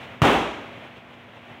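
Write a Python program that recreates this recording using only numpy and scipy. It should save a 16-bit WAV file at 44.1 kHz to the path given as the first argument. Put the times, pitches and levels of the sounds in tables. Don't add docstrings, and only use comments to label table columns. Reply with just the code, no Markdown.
import sys
import numpy as np
from scipy import signal
from scipy.fft import rfft, irfft
from scipy.io import wavfile
from scipy.ndimage import uniform_filter1d

SR = 44100
rng = np.random.default_rng(int(sys.argv[2]) if len(sys.argv) > 2 else 0)


def int16_out(signal):
    q = np.round(np.clip(np.atleast_2d(signal).T, -1, 1) * 32767)
    wavfile.write(sys.argv[1], SR, q.astype(np.int16))


N = 70560


def undb(db):
    return 10 ** (np.asarray(db) / 20)


def unit_rms(x):
    return x / np.sqrt(np.mean(x ** 2))


def read_curve(points, hz):
    freqs, values = np.array(points, float).T
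    return np.interp(np.log(np.maximum(hz, 1)), np.log(freqs), values)


def equalise(x, curve):
    size = 2 * N
    gain = unit_rms(undb(read_curve(curve, np.arange(N + 1) * SR / size)))
    cepstrum = irfft(np.log(gain))
    cepstrum[1:N] *= 2
    cepstrum[N + 1:] = 0
    return irfft(rfft(x, size) * np.exp(rfft(cepstrum)))[:N]


def decay(age, t60):
    return (age >= 0) * np.exp(-np.log(1000) * np.maximum(age, 0) / t60)


def drift(rate_hz):
    hold = int(SR / rate_hz)
    steps = np.repeat(rng.standard_normal(256)[:N // hold + 1], hold)
    return uniform_filter1d(steps, hold)[:N]


def clicks(per_s, spread_db):
    hits = rng.random(N) < per_s / SR
    polarity = np.sign(rng.standard_normal(N))
    return unit_rms(hits * polarity * undb(spread_db * rng.standard_normal(N)))


# (frequency [Hz], relative level [dB])
FAN_AIR_EQ = [(25, -10), (42, -27), (70, -6.5), (125, 4), (165, -7), (300, -3), (420, -6), (540, -2.5),
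              (900, -5), (1400, -8), (2400, -7), (3300, -12), (4600, -31), (6200, -34.5), (9000, -42),
              (16000, -43.5)]
# (frequency [Hz], relative level [dB])
FAN_HUM_TONES = [(119, -65.5), (192, -62), (240.5, -55), (678, -59)]
# (time [s], level [dB])
FAN_RIDE = [(0, 4.5), (.14, 4), (.2, 0), (.6, 4), (.85, 3.5), (.9, 0), (1.1, -0.5), (1.35, -0.5),
            (1.6, 0.5)]


def fan(t, air_db=-46, flutter_db=0.93, hum_trim_db=-0.5, waver_db=1):
    flutter = undb(air_db + flutter_db * drift(24.87))
    air = flutter * equalise(rng.standard_normal(N), FAN_AIR_EQ)
    hum = 0
    for hz, db in FAN_HUM_TONES:
        level = undb(db + hum_trim_db + waver_db * drift(7.5))
        pitch = hz * (1 + 0.0046 * drift(13))
        hum += np.sqrt(2) * level * np.sin(2 * np.pi * np.cumsum(pitch) / SR)
    ride_db = np.interp(t, *np.array(FAN_RIDE).T)
    return (air + hum) * undb(ride_db)


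# (frequency [Hz], relative level [dB])
RUB_EQ = [(30, -12), (70, -1), (130, 10.5), (300, -3.5), (550, 4), (900, -4.5), (1500, -9.5), (3300, -20),
          (5000, -50), (16000, -66)]
GRIT_EQ = [(100, -18), (700, 0), (1400, -1), (2700, 3), (3500, -0.5), (4700, -19.5), (6200, -19.5),
           (10000, -30), (16000, -35)]
# (time [s], half length [s], rub level [dB], grit level [dB])
SCUFF_CUES = [(0.029, 0.037, -48.5, -44.5), (0.773, 0.036, -46.5, -54.5), (0.853, 0.022, -48, -54),
              (0.972, 0.013, -48.5, -50), (1.141, 0.012, -53.5, -52), (1.292, 0.011, -47, -57),
              (1.376, .02, -50.5, -53.5), (1.505, 0.016, -46, -58)]


def scuffs(t):
    rub_level, grit_level = 0, 0
    for at, half_length, rub_db, grit_db in SCUFF_CUES:
        swell = np.exp(-((t - at) / half_length) ** 2 / 2)
        rub_level += undb(rub_db) * swell
        grit_level += undb(grit_db) * swell
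    rub = equalise(rng.standard_normal(N) * rub_level, RUB_EQ)
    grit = equalise(clicks(per_s=9000, spread_db=2.5) * grit_level, GRIT_EQ)
    return rub + grit


# (frequency [Hz], relative level [dB], decay T60 [s])
RING_MODES = [(56.8, -3.5, 0.73), (82.2, -2, 0.46), (156, 0.5, .55), (171.1, -2, 0.72), (240.3, 3, 0.54),
              (284, -9, 0.99), (323.3, -7, 0.84), (353, -4, 0.8), (407.1, 3.5, 0.86), (658, -2, 0.3),
              (700, 1.5, 0.41), (786.5, 4, 0.64), (819, 2, 0.6), (881.4, -2, .55), (965, -7.5, 0.87),
              (1603, -8, 1)]


def rings(age, level_db=-24, attack_s=0.026):
    since = np.maximum(age, 0)
    modes = sum(undb(db) * decay(age, t60) * np.sin(2 * np.pi * hz * since) for hz, db, t60 in RING_MODES)
    return undb(level_db) * modes * (1 - np.exp(-since / attack_s))


# (frequency [Hz], relative level [dB])
REVERB_EQ = [(25, -31), (38, -26), (54, -6.5), (85, -3.5), (130, -9), (200, -4.5), (300, -3), (480, -6.5),
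             (650, -5), (900, -5), (1250, -7.5), (1600, -13.5), (2500, -13.5), (3400, -17.5), (4700, -34),
             (6100, -33), (10000, -41.5), (16000, -48)]
# (band centre [Hz], decay T60 [s])
REVERB_DECAYS = [(60, 0.5), (130, 0.36), (350, 0.78), (900, 0.69), (2700, 0.79), (6000, 0.74),
                 (13000, 0.45)]


def garage_reverb(age, wash_db=-14, attack_s=0.021, hold_s=0.094, echo_db=-19, predelay_s=0.031):
    since = np.maximum(age, 0)
    spectrum = rfft(rng.standard_normal(N))
    hz = np.arange(N // 2 + 1) * SR / N
    held_age = np.hypot(since, hold_s) - hold_s
    wash = 0
    for centre, t60 in REVERB_DECAYS:
        band = read_curve([(f, f == centre) for f, _ in REVERB_DECAYS], hz)
        wash += irfft(spectrum * band, N) * decay(held_age, t60)
    wash *= 1 - np.exp(-since / attack_s)
    echoes = clicks(per_s=300, spread_db=2) * decay(age - predelay_s, t60=0.42)
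    return equalise(undb(wash_db) * wash + undb(echo_db) * echoes, REVERB_EQ)


# (frequency [Hz], relative level [dB])
CRUNCH_EQ = [(30, -4), (90, -1), (400, -11), (1100, -5), (1700, -8.5), (3200, -10.5), (4600, -30),
             (6000, -28.5), (10000, -39.5), (16000, -41)]


def sand_crunch(age, level_db=-15):
    grains = clicks(per_s=9000, spread_db=2) * decay(age, t60=0.12)
    return undb(level_db) * equalise(grains, CRUNCH_EQ)


def bag_thump(age, level_db=-7.5, start_hz=98, rise_hz_per_s=5100, peak_s=0.005):
    since = np.maximum(age, 0)
    envelope = (since / peak_s * np.exp(1 - since / peak_s)) ** 2.3
    cycles = start_hz * since + rise_hz_per_s * since ** 2 / 2
    return -undb(level_db) * envelope * np.sin(2 * np.pi * cycles)


def cloth_slap(age, air_db=-18.5, air_s=0.0018, spike_db=-6, spike_s=0.00081, smack_db=-11):
    since = np.maximum(age, 0)
    air = np.exp(-np.abs(age) / air_s) * np.cos(2 * age / air_s)
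    snap = np.sin(2 * np.pi * 1190 * since) * np.exp(-since / spike_s)
    crack = np.sin(2 * np.pi * 2010 * since) * np.exp(-2 * since / spike_s)
    smack = np.sin(2 * np.pi * 480 * since) * decay(age, t60=0.004)
    return undb(air_db) * air + undb(spike_db) * (snap + crack) + undb(smack_db) * smack


def scene(lands_s=0.2188):
    t = np.arange(N) / SR
    age = t - lands_s
    impact = cloth_slap(age) + bag_thump(age) + sand_crunch(age)
    tail = garage_reverb(age) + rings(age)
    return (impact + tail + scuffs(t) + fan(t))[None]


def record(dry, low_cut_hz=44, high_cut_hz=15900):
    low_cut = signal.butter(4, low_cut_hz, "high", fs=SR, output="sos")
    high_cut = signal.ellip(10, .2, 80, high_cut_hz, fs=SR, output="sos")
    rounded = np.tanh(dry)
    return signal.sosfilt(high_cut, signal.sosfilt(low_cut, rounded))


dry = scene()
out = record(dry)
int16_out(out)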